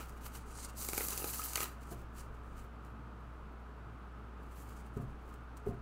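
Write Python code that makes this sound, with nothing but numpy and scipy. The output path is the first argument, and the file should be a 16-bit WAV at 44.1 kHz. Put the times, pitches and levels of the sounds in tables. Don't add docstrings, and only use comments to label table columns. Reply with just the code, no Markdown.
import sys
import numpy as np
from scipy import signal
from scipy.fft import rfft, irfft, next_fast_len
from scipy.io import wavfile

SR = 44100
rng = np.random.default_rng(int(sys.argv[2]) if len(sys.argv) > 2 else 0)


def convert_level_to_amplitude(level_db):
    exponent = np.asarray(level_db, float) / 20
    return 10 ** exponent


def generate_wav(signal):
    frames = np.transpose(np.atleast_2d(signal))
    scaled = np.clip(frames, -1, 1) * 32767
    pcm = np.round(scaled).astype(np.int16)
    wavfile.write(sys.argv[1], SR, pcm)


N = 256395


def rms_one(x):
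    return x / np.sqrt(np.mean(x ** 2) + 1e-20)


def in_time(rows):
    s, *columns = np.transpose(rows)
    return [np.interp(np.arange(N) / SR, s, column) for column in columns]


def coloured(x, spectrum):
    size = next_fast_len(N + 8192)
    hz, level_db = np.transpose(spectrum)
    grid_hz = np.arange(4097) * SR / 8192 + 1
    log_gain = np.log(convert_level_to_amplitude(np.interp(np.log(grid_hz), np.log(hz), level_db)))
    cepstrum = irfft(log_gain)[:4097] * np.r_[1, 2 * np.ones(4095), 1]
    kernel = irfft(np.exp(rfft(cepstrum, 8192)))
    return rms_one(irfft(rfft(x, size) * rfft(kernel, size), size)[:N])


def drift(rate_hz):
    r = np.exp(-2 * np.pi * rate_hz / SR)
    wander = signal.lfilter([1], [1, -2 * r, r * r], rng.standard_normal(N + SR))
    return rms_one(wander[SR:])


def resonance(x, hz, width_hz):
    r = np.exp(-np.pi * width_hz / SR)
    turn = 2 * r * np.cos(2 * np.pi * hz / SR)
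    return signal.lfilter(np.array([1, 0, -1]) * (1 - r * r) / 2, [1, -turn, r * r], x)


def ring(clicks, hz, t60_s):
    r, w = convert_level_to_amplitude(-60 / (t60_s * SR)), 2 * np.pi * hz / SR
    return signal.lfilter([0, np.sin(w)], [1, -2 * r * np.cos(w), r * r], clicks + 1e-18)


def clicks_at(times, level_db):
    out = np.zeros(N)
    out[np.round(times * SR).astype(int)] = convert_level_to_amplitude(level_db)
    return out


def soften(x, hz):
    r = np.exp(-2 * np.pi * hz / SR)
    return signal.lfilter([(1 - r) ** 2], [1, -2 * r, r * r], x)


def humps(times, level_db, fade_s, fall_to_rise, rounding):
    step = 32
    late_s = np.arange(0, N + step, step) / SR - np.reshape(times, (-1, 1))
    fades = np.abs(late_s) / np.reshape(fade_s, (-1, 1)) / np.where(late_s > 0, fall_to_rise, 1)
    swell_db = np.reshape(level_db, (-1, 1)) - 20 * fades ** rounding
    total = np.sqrt(np.sum(convert_level_to_amplitude(np.maximum(swell_db, -200)) ** 2, axis=0))
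    return np.interp(np.arange(N) / step, np.arange(len(total)), total)


def sliding():
    # pitch_hz [Hz], level_db [dB per Hz]
    rub_colour = [(500, -13), (900, -5), (1300, -2.5), (2000, -11), (2900, -8.5), (3500, -12.5),
                  (4500, -14)]
    hiss_colour = [(2200, -16.5), (3200, -14), (4200, -5), (5500, -3.5), (7000, -1), (9500, 0.5),
                   (10800, -9), (12500, -23)]
    gloss_colour = [(8500, -21.5), (10000, 9), (11500, 6.5), (13000, 11.5), (15500, 7), (17000, -42.5)]
    rub_gain, hiss_gain, gloss_gain = slide_gains()
    catches = rng.standard_normal((3, N)) * convert_level_to_amplitude(.4 * rng.exponential(1, N))
    lone_corners = rng.random(N) < 140 / SR
    catches += lone_corners * rng.uniform(-8, 8, N)
    slips = (rng.random(N) < 120 / SR) * np.minimum(rng.exponential(1, N), 2)
    slip_db = signal.lfilter([1], [1, -np.exp(-1 / (0.0041 * SR))], slips)
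    flutter_db = 1.7 * slip_db + 0.77 * drift(180) - 1.2
    rub = rub_gain * convert_level_to_amplitude(3.2 * drift(31) + 7.0) * coloured(catches[0], rub_colour)
    hiss = hiss_gain * convert_level_to_amplitude(1.35 * drift(19.5)) * coloured(catches[1], hiss_colour)
    gloss = gloss_gain * convert_level_to_amplitude(2.0 * drift(31)) * coloured(catches[2], gloss_colour)
    return convert_level_to_amplitude(flutter_db) * (rub + hiss + gloss)


def slide_gains():
    # time_s [s], slip speed as hiss_db [dB], pressure as rub_db [dB over hiss]
    bend = [
        (.385, -68, -1),
        (.44, -74, -4),
        (.503, -61, -9),
        (.545, -61, -0.5),
        (.58, -53.5, -8.5),
        (.658, -50, -14.5),
        (.675, -63.5, -6),
        (.702, -64.5, 0),
        (.745, -80, 0),
    ]
    # time_s [s], flow as hiss_db [dB], rub_db [dB over hiss]
    cascade = [
        (.748, -78, 0),
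        (.769, -52, -18),
        (.816, -47, -20),
        (.96, -52, -11.5),
        (1.27, -51, -10),
        (1.53, -53, -12),
        (1.63, -46, -3),
        (1.66, -58, 4),
        (1.798, -87, -14),
    ]
    # time_s [s], hiss_db [dB], die_s [s to die 20 dB]
    bunch_table = [(.889, -47, .12), (.934, -49, .1), (.983, -45, .2), (1.007, -45.5, .2), (1.095, -51, .2),
                   (1.107, -47, .2), (1.178, -48, 0.14), (1.28, -46.5, .12), (1.335, -45, .12),
                   (1.392, -47, .1), (1.44, -44, .12), (1.558, -46, .06), (1.607, -44.5, .08)]
    # peak_s [s], hiss_db [dB],
    # fade_s [s to fade 20 dB], rub_db [dB over hiss], gloss_db [dB over hiss]
    stroke_table = [(0, -63.5, .09, 6, -10), (.1, -76, .2, 3, -6), (.185, -73, .025, 0, -12),
                    (.235, -68, .04, 0, -3), (.265, -57, .042, -2, 2), (.31, -73, .06, -3, -8),
                    (.358, -55.5, .043, -5, 0), (1.83, -69, .035, -1, -11), (1.87, -73, .08, 2, -6),
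                    (1.924, -58.5, .038, -8, 1), (1.97, -77, .13, 4, -18), (2.192, -58, .05, -5, -5),
                    (2.235, -74, .07, -6, -4), (2.35, -82, .05, -3, -4), (2.5, -80, .16, -5, -14),
                    (2.592, -67.5, .055, -3, -16), (2.642, -74, .035, -10, 1), (2.862, -79, .04, 1, -10),
                    (2.89, -86, .04, -2, 4),
                    (4.44, -79, .08, -8, -2), (4.525, -74, .05, -3, -4), (4.6, -64, .09, -7, 1),
               (4.692, -72, .04, 3, -4), (4.73, -71, .045, -3, -3), (4.77, -70, .03, -3, -8),
               (4.797, -66, .04, -6, -10), (4.864, -74, .045, -6, -10), (4.95, -80, .03, -1, -16),
               (4.974, -69.5, .02, -1, -8), (5.02, -73, .05, -5, -1), (5.12, -84, .08, -4, -10),
               (5.31, -80, .13, 3, -6), (5.575, -65, .012, -3, -16), (5.59, -77, .04, -7, -8),
               (5.668, -76, .012, 0, 5), (5.688, -70, .04, 1, 0), (5.73, -84, .06, 0, -8)]

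    s, hiss_db, fade_s, rub_db, gloss_db = np.transpose(stroke_table)
    strokes = [humps(s, hiss_db + part_db, fade_s, .9, 1.7) for part_db in (rub_db, 0, gloss_db)]
    power = np.array(strokes) ** 2

    s, hiss_db, die_s = np.transpose(bunch_table)
    rise_share = .15
    bunches = humps(s, hiss_db, rise_share * die_s, 1 / rise_share, 1)
    power += (convert_level_to_amplitude(np.array([[-13], [0], [3]])) * bunches) ** 2   # rub, hiss, gloss in dB
    power += convert_level_to_amplitude(-92) ** 2

    t = np.arange(N) / SR
    for curve, shine_db in ((bend, -7), (cascade, 1.0)):
        speed_db, press_db = in_time(curve)
        gloss_db = shine_db + .55 * (speed_db + 50)
        parts_db = speed_db + np.array([press_db, 0 * t, gloss_db])
        moving = (t > curve[0][0]) & (t < curve[-1][0])
        power += convert_level_to_amplitude(parts_db) ** 2 * moving
    return np.sqrt(power)


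def cracks():
    # time_s [s], peak_db [dB], centre_hz [Hz]
    cascade_edges = [(.8486, -26, 11400), (.8875, -22, 9500), (.8973, -26, 9400), (.9333, -23, 9900),
                     (.9786, -20, 8900), (.9802, -23, 8400), (.9869, -28, 8300), (1.0854, -20, 8300),
                     (1.1071, -26, 7300), (1.1278, -29, 9100), (1.1329, -26, 10600), (1.1757, -30, 8800),
                     (1.1772, -20, 9600), (1.2283, -30, 9400), (1.2433, -31, 8900), (1.2479, -31, 10500),
                     (1.3739, -27, 11800), (1.4178, -30, 7400), (1.5332, -28, 11300), (1.535, -27, 9300),
                     (1.5565, -20, 5100), (1.5573, -23, 5200), (1.5586, -19, 8700), (1.5724, -22, 7900),
                     (1.6057, -23, 6300), (1.6428, -27, 10000)]
    # time_s [s], peak_db [dB]
    handling_ticks = [(.0953, -45), (.1033, -51), (1.8732, -50), (1.8863, -53), (2.8496, -52),
                      (4.6896, -48), (4.6945, -46), (4.9721, -52), (4.974, -52), (5.3404, -52),
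                      (5.3424, -53), (5.5706, -48), (5.5757, -49), (5.5807, -54), (5.664, -55)]
    out, t = np.zeros(N), np.arange(256) / SR
    edges = [*cascade_edges] + [(s, peak_db, 7600) for s, peak_db in handling_ticks]
    edges += [(s + 0.001, peak_db - 8, 1.2 * hz) for s, peak_db, hz in edges]
    scatter = rng.standard_normal((len(edges), len(t)))
    lead = 3
    late_s = t - lead / SR
    for (s, peak_db, hz), grit in zip(edges, scatter):
        tick = -np.cos(2 * np.pi * hz * late_s) * np.exp(-(late_s * hz / 0.49) ** 2)
        tail = 0.18 * np.diff(grit, prepend=0) * np.exp(-t / 0.0014)
        start = round(s * SR) - lead
        out[start:start + len(t)] += convert_level_to_amplitude(peak_db + 3.5) * (tick + tail)
    return out


def slaps():
    # time_s [s], flap_db [dB], flap_hz [Hz], body_db
    # [dB]
    landings = [(.005, -51, 2300, -36.5), (0.8478, -49, 2860, -41), (.888, -38, 2220, -38),
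                (.933, -36.5, 2370, -37.5), (0.9787, -31, 2290, -33), (1.0072, -35.5, 2050, -37),
                (1.0093, -37.5, 2430, -45), (1.0384, -45, 4390, -48), (1.0837, -47, 2530, -45.5),
                (1.107, -43, 3020, -50), (1.1263, -44, 2610, -45.5), (1.1312, -44, 2740, -45),
                (1.176, -44.5, 2460, -47), (1.199, -57.5, 2930, -42.5), (1.2205, -44.5, 2620, -41),
                (1.2426, -39.5, 2520, -33.5), (1.2927, -43.5, 2410, -43.5), (1.3366, -42, 2930, -42),
                (1.3939, -46, 2050, -28.5), (1.418, -42, 2570, -36), (1.432, -44, 3000, -42.5),
                (1.5325, -49.5, 2350, -41), (1.557, -28.5, 4470, -36.5), (1.5619, -33.5, 2000, -47),
                (1.5774, -32, 2360, -34), (1.5903, -47, 2200, -41.5), (1.6043, -36, 2350, -34),
                (1.616, -38.5, 1810, -43), (1.627, -42, 2500, -35), (1.6413, -38, 4000, -41.5)]
    # time_s [s], puff_db [dB over body_db]
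    trapped_air = [
        (.85, -5),
        (.89, 4.5),
        (1.25, 4.5),
        (1.39, -24.5),
        (1.555, -24.5),
        (1.575, -3),
    ]
    s, flap_db, flap_hz, body_db = np.transpose(landings)
    air_db = np.interp(s, *np.transpose(trapped_air))
    ring_db = body_db - .3 * np.maximum(air_db, 0)
    puff_db = body_db + air_db
    flap, t = np.zeros(N), np.arange(600) / SR
    for at, level_db, hz in zip(np.round(s * SR).astype(int), flap_db, flap_hz):
        w = 2 * np.pi * hz
        overtones = np.sin(w * t) + 0.39 * np.sin(1.5 * w * t) + 0.47 * np.sin(0.688 * w * t)
        flap[at:at + len(t)] += convert_level_to_amplitude(level_db + 2.5 - 60 * t / 0.011) * overtones
    struck = ring(soften(clicks_at(s, ring_db + 4.5), 1190), 1275, 0.025)
    hollow = 0.29 * struck + 1.11 * resonance(struck, 1266, 100)
    air = soften(clicks_at(s, puff_db + 3.0), 600)
    puff = 0.78 * ring(air, 830, .035) - ring(air, 379, 0.016)
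    return flap + hollow + puff


def knocks():
    # time_s [s], low_db [dB], high_db [dB], highest_db [dB]
    blows = [(1.915, -49, -46, -46.5), (1.921, -55, -40, -50), (1.932, -44, -43, -58),
             (4.9678, -33.5, -37, -49.5), (4.9993, -40, -67, -51), (5.021, -61, -48.5, -61),
             (5.029, -40, -59, -52), (5.046, -41.5, -63, -70), (5.104, -51, -65, -79),
             (5.6622, -47, -38.5, -52), (5.6666, -55, -32.5, -49), (5.6719, -41, -33.5, -68),
             (5.686, -51, -45, -46), (5.690, -33, -34, -50), (5.707, -36.5, -40, -45)]
    # pitch_hz [Hz], level_db [dB], t60_s [s]
    table_low = [(129.7, -5, 0.23), (159, -5.5, 0.2), (219.3, 0, 0.14), (253.6, -8, 0.14)]
    table_high = [(330, -35, 0.1), (389, -11.5, 0.14), (409, 0, 0.082), (448, -37, 0.066)]
    table_highest = [(530, -2, 0.041), (699, -0.5, 0.092), (920, -5, 0.031), (1040, -3, 0.038)]
    s, low_db, high_db, highest_db = np.transpose(blows)
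    out = np.zeros(N)
    parts = ((table_low, low_db, 350), (table_high, high_db, 800), (table_highest, highest_db, 1500))
    for modes, blow_db, cloth_hz in parts:
        for hz, level_db, t60_s in modes:
            uneven_db = rng.normal(0, 1, len(s))
            push = soften(clicks_at(s, blow_db + level_db + uneven_db), cloth_hz)
            out -= ring(push, hz, t60_s)
    return out


def table_reflection(cards):
    # pitch_hz [Hz], width_hz [Hz], depth [0-1]
    notches = [(3500, 500, .4), (5300, 400, .5), (9350, 350, .45), (10750, 350, .55), (12200, 300, .7),
               (13600, 400, .92)]
    for hz, width_hz, depth in notches:
        cards = cards - np.clip(depth, 0, 1) * resonance(cards, hz, width_hz)
    return cards


def room(x):
    t = np.arange(int(.4 * SR)) / SR
    t60_s, level_db, dull_hz = 0.31, -14, 4700
    tail = soften(rng.standard_normal(len(t)), dull_hz) * convert_level_to_amplitude(-60 * t / t60_s)
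    tail *= t > .004
    return convert_level_to_amplitude(level_db) * signal.fftconvolve(x, tail / np.sqrt(np.sum(tail ** 2)))[:N]


def background():
    # pitch_hz [Hz], level_db [dB per Hz]
    fan_colour = [(40, -21), (90, -15.5), (125, -9.5), (300, -12.5), (440, -21), (500, -20), (1000, -18),
                  (1400, -18), (1900, -29.5), (2800, -34), (3500, -39.5), (5500, -47), (9000, -53),
                  (15900, -59.5)]
    # pitch_hz [Hz], width_hz [Hz], level_db [dB]
    fan_tones = [(111.6, 17, -61), (151.2, 8.4, -71.5), (222.7, 8.1, -67.5), (430.3, 68, -66.5),
                 (1245, 190, -65)]
    # time_s [s], level_db [dB], fade_s [s to fade 20 dB]
    shoves = [(.34, -58, 1.2), (1.33, -63, 1), (1.99, -52.5, 0.1), (2.3, -51.5, 0.2), (2.5, -56, 0.2),
              (3.4, -62, .6), (4.18, -68, 0), (4.56, -72, 0.5), (5.1, -54, .35), (5.81, -58, 1)]
    mains_hz, mains_phase = 60, 2.57
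    hum = np.sin(2 * np.pi * mains_hz * np.arange(N) / SR + mains_phase)
    mains = np.sqrt(2) * convert_level_to_amplitude(-50 + .5 * drift(0.83)) * hum
    fan = convert_level_to_amplitude(-55 + 0.1 * drift(2.5)) * coloured(rng.standard_normal(N), fan_colour)
    for hz, width_hz, level_db in fan_tones:
        tone = resonance(resonance(rng.standard_normal(N), hz, width_hz), hz, width_hz)
        fan += convert_level_to_amplitude(level_db) * rms_one(tone)
    rumble = rms_one(resonance(resonance(rng.standard_normal(N), 25, 12), 25, 12))
    shaking = humps(*np.transpose(shoves), fall_to_rise=1.3, rounding=1.2)
    return mains + fan + (convert_level_to_amplitude(-78.5) + shaking) * rumble


def scene():
    cards = table_reflection(sliding() + cracks() + slaps())
    near = cards + knocks()
    return (near + room(near) + background())[None]


def band_limit(x):
    return signal.sosfilt(signal.butter(12, 15980, fs=SR, output="sos"), x)


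def record(dry):
    cutoff_hz = 16020
    top_cut = signal.cheby2(20, 50, cutoff_hz, fs=SR, output="sos")
    mix = signal.sosfilt(top_cut, dry)
    return band_limit(mix)


dry = scene()
out = record(dry)
generate_wav(out)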